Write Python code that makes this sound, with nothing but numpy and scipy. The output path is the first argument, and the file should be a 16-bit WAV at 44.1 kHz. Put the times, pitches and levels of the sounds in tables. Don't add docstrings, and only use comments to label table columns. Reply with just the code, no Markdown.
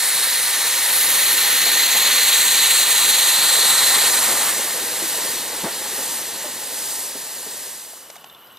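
import sys
import numpy as np
from scipy import signal
from scipy.fft import rfft, irfft, next_fast_len
from scipy.io import wavfile
from scipy.ndimage import uniform_filter1d, map_coordinates

SR = 44100
rng = np.random.default_rng(int(sys.argv[2]) if len(sys.argv) > 2 else 0)


def voltage_ratio(decibels):
    exponent = np.asarray(decibels, float) / 20
    return 10 ** exponent


def waveform_to_disk(signal):
    frames = np.transpose(np.atleast_2d(signal))
    scaled = np.clip(frames, -1, 1) * 32767
    samples = np.round(scaled).astype(np.int16)
    wavfile.write(sys.argv[1], SR, samples)


N = 378378
TIME = np.arange(N) / SR
CLOCK = np.arange(0, N + 32, 32) / SR

# (frequency [Hz], width [Hz], level [dB])
UPPER_PIPE = [(4130, 325, 4), (3650, 450, -3)]
LOWER_PIPE = [(1796, 66, 6), (1948, 278, 9)]
# (frequency [Hz], density [dB per Hz])
JET_COLOUR = [(1900, -41), (2250, 1), (3300, 1.5), (4500, -8), (5200, -7.5), (7000, -50)]
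# (frequency [Hz], width [Hz], level [dB])
FRAME_MODES = [(793, 150, 0), (1080, 280, 3), (1380, 370, -1)]
# (frequency [Hz], width [Hz], level [dB])
GLAND_MODES = [
    [(6600, 800, 0)],
    [(7480, 570, 1.5), (8490, 580, 2)],
    [(9600, 1300, 0)],
    [(11100, 530, 4), (12340, 840, 2.5), (15000, 1200, -6.5)],
]
# (facing time [s], peak level [dB], 6 dB rise [s], 6 dB fall [s])
BEAMS = dict( upper=[(.35, -27.5, 1, 0.14), (1.9, -22, 1.13, 1.65), (3.7, -20.5, 1.3, .55)],
         lower=[(.1, -31.5, 3, .5), (1.9, -26.5, 1.5, 2), (4.05, -28.5, 0.56, 0.9)],
         broad=[(2.5, -25.5, 1.8, 1.34), (4.1, -29, 0.2, .4)], roar=[(1.8, -33.5, 3, 2.5),
         (4.12, -27, 0.9, 0.7)], leaks=[[(2.55, -24.5, 1.7, 1.8)], [(.1, -29, .3, 0), (2.65, -23, 0.7, 1),
         (3.7, -23.5, 0.3, 0.9)], [(.1, -25.5, -2, 0.6), (1.0, -24.5, 0.3, 0.5), (3.2, -26, 1.1, 1.5)],
         [(.1, -30.5, .5, 0.8), (.95, -24.5, 0.1, 2), (3.0, -25.5, 1.8, 2)]], cloud=[(1.0, -25, 4, 2.5),
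         (4.1, -22, 0.65, 0.58), (4.9, -30.5, -1.5, 4)], deck=[(1.5, -39.5, 5, 3), (4.45, -30, .5, 0.54),
         (5.1, -32, .5, 2.08)], rumble=[(1.6, -41.5, 1.5, 2.4), (4.25, -38.5, .5, .6),
         (5.0, -39.5, 1.6, 2)])
# (time [s], loss [dB], recovery [s])
CHOKES = [
    (1.872, 7, .014),
    (2.838, 5, .03),
    (4.103, 8, .035),
    (4.195, 7, .04),
    (4.277, 5, .025),
    (4.337, 9, .06),
]
SURGE_DB = 0.2


def steam():
    choke = SURGE_DB * wobble(9)
    for s, loss_db, recovery in CHOKES:
        choke = choke - loss_db * edge(s, 0.003) * np.exp(-np.abs(CLOCK - s) / recovery)
    eddies = 1.3 * wobble(42) + 0.6 * wobble(80)
    eddies = eddies - uniform_filter1d(eddies, size=64)

    upper = rush(peaks(UPPER_PIPE), patchy_db=0.2, flutter=fine(eddies))
    lower = rush(peaks(LOWER_PIPE), patchy_db=0.5, flutter=fine(0.8 * eddies))
    broad = voltage_ratio(1.06) * rush(slope(JET_COLOUR), patchy_db=-0.9, flutter=fine(1.25 * eddies))
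    roar = voltage_ratio(-2.5) * rush(peaks(FRAME_MODES), patchy_db=1.5, flutter=fine(0.37 * eddies))

    out = flow(0.95, BEAMS["upper"], choke) * upper
    out += flow(0.8, BEAMS["lower"], choke) * lower
    out += flow(1.0, BEAMS["broad"], choke) * broad
    out += flow(0.3, BEAMS["roar"], choke) * roar
    for lobes, modes in zip(BEAMS["leaks"], GLAND_MODES):
        flutter = fine(eddies + 0.34 * wobble(35))
        out += flow(0.72, lobes, choke) * rush(peaks(modes), patchy_db=1.0, flutter=flutter)
    return out


HIDDEN_S, HIDDEN_DB, HIDING_DB_PER_S = 4.5, 6.5, 8
OWN_DB = 0.45


def flow(share, lobes, choke_db):
    late = np.maximum(CLOCK - HIDDEN_S, 0)
    shadow_db = HIDDEN_DB * np.minimum(late / 0.022, 1) + HIDING_DB_PER_S * late
    return fine(beam(lobes) + share * choke_db + OWN_DB * wobble(30.04) - shadow_db)


# (frequency [Hz], density [dB per Hz])
CLOUD_COLOUR = [(2820, -28), (4800, -1), (6760, -1.5), (7480, 0.5), (11500, -3), (14000, -6), (15200, -14)]
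DECK_COLOUR = [(440, -31), (750, -6.5), (852, -1.5), (1370, -9), (1880, -0.5), (2300, -7.5), (2940, -3.5),
               (3230, -5), (4270, -0.5), (5000, -14), (6500, -33), (11000, -120)]
RUMBLE_COLOUR = [(15, -55), (25, -25), (54, -13), (124, -16), (176, -8), (430, -3), (474, -1), (700, -5),
                 (910, -27), (1540, -120)]
# (time [s], length [s], gain [dB])
PUFFS = [
    (5.0, 0.39, 3.5),
    (5.9, 0.32, 3.5),
    (6.74, 0.32, 4),
    (7.56, 0.24, 0.5),
]
PUFF_RISE_S, PUFF_FALL_S = 0.06, 0.039
DECK_PUFF = 0.41
FADE_START_S, FADE_END_S, FADE_BEND = 7.65, 8.37, 1.5


def passing():
    puff_db = 0
    for s, length, db in PUFFS:
        puff_db = puff_db + db * (edge(s, PUFF_RISE_S) - edge(s + length, PUFF_FALL_S))
    cloud = rush(slope(CLOUD_COLOUR), patchy_db=1.0, flutter=fine(0.16 * wobble(22)))
    deck = rush(slope(DECK_COLOUR), patchy_db=0.4)
    rumble = rush(slope(RUMBLE_COLOUR), patchy_db=2.0, flutter=fine(0.57 * wobble(11)))

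    out = fine(beam(BEAMS["cloud"]) + puff_db) * cloud
    out += fine(beam(BEAMS["deck"]) + DECK_PUFF * puff_db) * deck
    out += fine(beam(BEAMS["rumble"])) * rumble
    fade = np.clip((FADE_END_S - TIME) / (FADE_END_S - FADE_START_S), 0, 1)
    return out * fade ** FADE_BEND


# (time [s], peak level [dB], centre [Hz], 60 dB decay [s])
JOINTS = [(1.659, -23, 704, .1), (1.944, -20.5, 492, 0.085), (3.899, -25, 756, 0.11),
          (5.019, -26, 328, 0.19), (5.634, -17, 254, 0.095), (5.64, -20, 930, .08),
          (5.647, -17, 334, 0.081), (5.662, -20, 678, 0.11), (5.682, -23, 860, 0.083),
          (5.809, -31, 345, 0.087), (5.857, -25, 860, .06), (5.98, -24.5, 532, 0.16),
          (6.439, -26.5, 605, 0.18), (6.479, -29, 596, 0.092), (7.149, -29, 415, 0.13),
          (7.461, -27, 450, 0.1), (7.93, -35, 700, .06), (5.652, -20, 520, .1)]


def joints():
    out, t = np.zeros(N + SR), np.arange(SR // 4) / SR
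    for s, db, hz, t60 in JOINTS:
        band = signal.butter(2, [hz / 2.1, hz * 2.0], "bandpass", fs=SR)
        burst = unit(signal.lfilter(*band, rng.standard_normal(len(t))))
        thud = burst + 1.1 * np.sin(2 * np.pi * hz * t)
        envelope = voltage_ratio(db - 4.5 - 60 * t / t60) * (1 - np.exp(-t / 0.003))
        out[round(s * SR):][:len(t)] += envelope * thud
    return out[:N] + squeak()


# (time [s], length [s], level [dB], start pitch [Hz], end pitch [Hz])
SQUEAK = (1.945, .038, -27, 520, 1050)


def squeak():
    out, t = np.zeros(N), np.arange(SR // 4) / SR
    s, length, db, low_hz, high_hz = SQUEAK
    u = np.clip(t / length, 0, 1)
    phase = 2 * np.pi * np.cumsum(low_hz + (high_hz - low_hz) * u) / SR
    out[round(s * SR):][:len(t)] += voltage_ratio(db) * np.sin(np.pi * u) * np.sin(phase)
    return out


# (time [s], peak level [dB],
# pitch [Hz], broad snap [dB], 60 dB decay [s])
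DROPS = [
    (8.1, -27, 594, 3, 0.015),
    (8.101, -29, 3400, 2, .015),
    (8.102, -31, 5200, 4, 0.013),
    (8.155, -34, 1220, 1, .017),
    (8.158, -32, 2100, 0, .015),
    (8.163, -29, 720, -2, 0.019),
    (8.243, -24, 800, -4, 0.013),
    (8.242, -25, 2930, -6, 0.015),
         (8.166, -35, 3700, -8, .02),
    (8.215, -45, 4700, -12, .02),
    (8.266, -44, 4500, -12, .02),
    (8.297, -29, 3600, -9, 0.017),
    (8.347, -30, 3480, -9, .017),
    (8.47, -41, 4800, -12, .02),
    (8.52, -41, 8000, -12, .02),
    (8.57, -29, 3600, -8, .018),
]


def drops():
    out, t = np.zeros(N + SR), np.arange(SR // 20) / SR
    band = signal.butter(2, [900, 7000], "bandpass", fs=SR)
    for s, db, hz, snap_db, t60 in DROPS:
        note = np.sin(2 * np.pi * hz * t) + 0.51 * np.sin(2 * np.pi * 1.1 * hz * t)
        snap = voltage_ratio(snap_db) * unit(signal.lfilter(*band, rng.standard_normal(len(t))))
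        envelope = voltage_ratio(db + 1.5 - 60 * t / t60) * (1 - np.exp(-t / 0.0025))
        out[round(s * SR):][:len(t)] += envelope * (note + snap)
    return out[:N]


# (time [s], level [dB])
LINESIDE = [
    (7.6, -88),
    (7.9, -49.5),
    (8.2, -48),
    (8.58, -48.5),
]
# (frequency [Hz], density [dB per Hz])
AIR_COLOUR = [(30, -16), (150, -6), (500, -1.5), (1050, -0.5), (1500, -4), (2500, -11), (3600, -6),
              (4400, -14.5), (6500, -19), (10500, -18), (13800, -17), (15700, -40)]
# (frequency [Hz], width [Hz], level [dB])
FAR_STEAM = [(1080, 70, -4), (1420, 50, -5), (2930, 100, 5), (9770, 25, -3)]


def lineside():
    times, db = np.transpose(LINESIDE)
    level = voltage_ratio(np.interp(TIME, times, db))
    air = lambda hz: slope(AIR_COLOUR)(hz) + voltage_ratio(-5) * peaks(FAR_STEAM)(hz)
    return level * (rush(air, patchy_db=0.8) + motor())


# (frequency [Hz], level [dB], lead [turns])
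MOTOR_MODES = [(13200, 10, .29), (11850, 8, .77)]
TICKS = 94.6


def motor():
    out = 0
    drift = lambda rate: np.interp(TIME, CLOCK, wobble(rate))
    for hz, db, lead in MOTOR_MODES:
        since = ((TIME * TICKS + lead + 0.06 * drift(40)) % 1) / TICKS
        size = voltage_ratio(db + 3.1 * drift(90) - 60 * since / 0.01) * (1 - np.exp(-since / 0.00074))
        out = out + size * np.sin(2 * np.pi * hz * TIME + 1.2 * drift(90))
    return out


def rush(response, patchy_db, flutter=1):
    z = signal.stft(rng.standard_normal(N), nperseg=512)[2]
    field = uniform_filter1d(rng.standard_normal(z.shape), size=6, axis=0)
    field = uniform_filter1d(field, size=4, axis=1)
    noise = signal.istft(z * voltage_ratio(patchy_db * unit(field)), nperseg=512)[1][:N]
    return unit(flutter * filtered(noise, response))


def beam(lobes):
    power = 0
    for s, db, rise, fall in lobes:
        turned = (CLOCK - s) / np.where(CLOCK < s, rise, fall)
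        power = power + (voltage_ratio(db) / (1 + turned ** 2)) ** 2
    return 10 * np.log10(power)


def edge(s, width):
    return 0.5 + 0.5 * np.tanh((CLOCK - s) / width)


def wobble(rate):
    return map_coordinates(rng.standard_normal(int(N * rate / SR) + 4), [CLOCK * rate])


def fine(db):
    return np.interp(TIME, CLOCK, voltage_ratio(db))


def unit(x):
    return x / np.sqrt(np.mean(x ** 2) + 1e-20)


def filtered(x, response):
    m = next_fast_len(N + 8192)
    return irfft(rfft(x, m) * response(np.fft.rfftfreq(m, 1 / SR)), m)[..., :N]


def slope(points):
    f, db = np.transpose(points)
    return lambda hz: voltage_ratio(np.interp(np.log(hz + 1), np.log(f + 1), db))


def peaks(modes):
    return lambda f: np.sqrt(sum(voltage_ratio(2 * db) / (1 + ((f - c) / w) ** 2) ** 2 for c, w, db in modes))


# (frequency [Hz], width [Hz], level [dB])
PARAPET_MODES = [(527, 60, -7), (835, 20, 0), (965, 22, 0), (1186, 16, -1), (1340, 18, 0), (1464, 18, -1),
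                 (1600, 16, -4), (1822, 25, -12)]


def scene():
    dip = lambda hz: 0.75 / (1 + ((hz - 5300) / 220) ** 2)
    close = np.interp(TIME, [0.5, 2.3, 3.9, 4.3], [0.033, 0.66, 0.42, 0.49])
    engine = steam() + passing()
    engine = engine - close * filtered(engine, dip)
    above = np.interp(TIME, [3.2, 4.6], [1.05, 0.35])
    engine = engine + above * filtered(engine, peaks(PARAPET_MODES))
    return np.tile(engine + joints() + drops() + lineside(), (2, 1))


def low_pass(x):
    return signal.sosfilt(signal.butter(12, 15720, fs=SR, output="sos"), x)


TOP_HZ = 15720


def record(dry):
    notch = lambda hz: 1 - 0.65 / (1 + ((hz - 6990) / 45) ** 2)
    colour = lambda hz: notch(hz) * (hz < TOP_HZ) * hz ** 2 / (hz ** 2 + 35 ** 2)
    mid = filtered(dry[0], colour)
    mid = mid / (1 + np.abs(mid / 0.8) ** 4) ** (1 / 4)
    side = filtered(mid, lambda hz: -1j * np.tan(np.pi * np.minimum(hz, TOP_HZ) / SR))

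    hz, s, z = signal.stft([mid, side], SR, nperseg=2048)
    hz = hz[:, None]
    power = uniform_filter1d(np.abs(z) ** 2, size=16, axis=1)
    strong = power[1] > voltage_ratio(-20.5) * power[0].mean(axis=0)
    kept = strong & (hz > 2700) | (hz > 5800)
    blur = np.exp(0.3j * rng.standard_normal(kept.shape))
    top = (hz < 15160) | (s < 3.2) | (rng.random(len(s)) < 0.22)
    mid, side = signal.istft([z[0] * top, z[1] * kept * blur], SR, nperseg=2048)[1][:, :N]
    return low_pass(np.array([mid + side, mid - side]))


dry = scene()
out = record(dry)
waveform_to_disk(out)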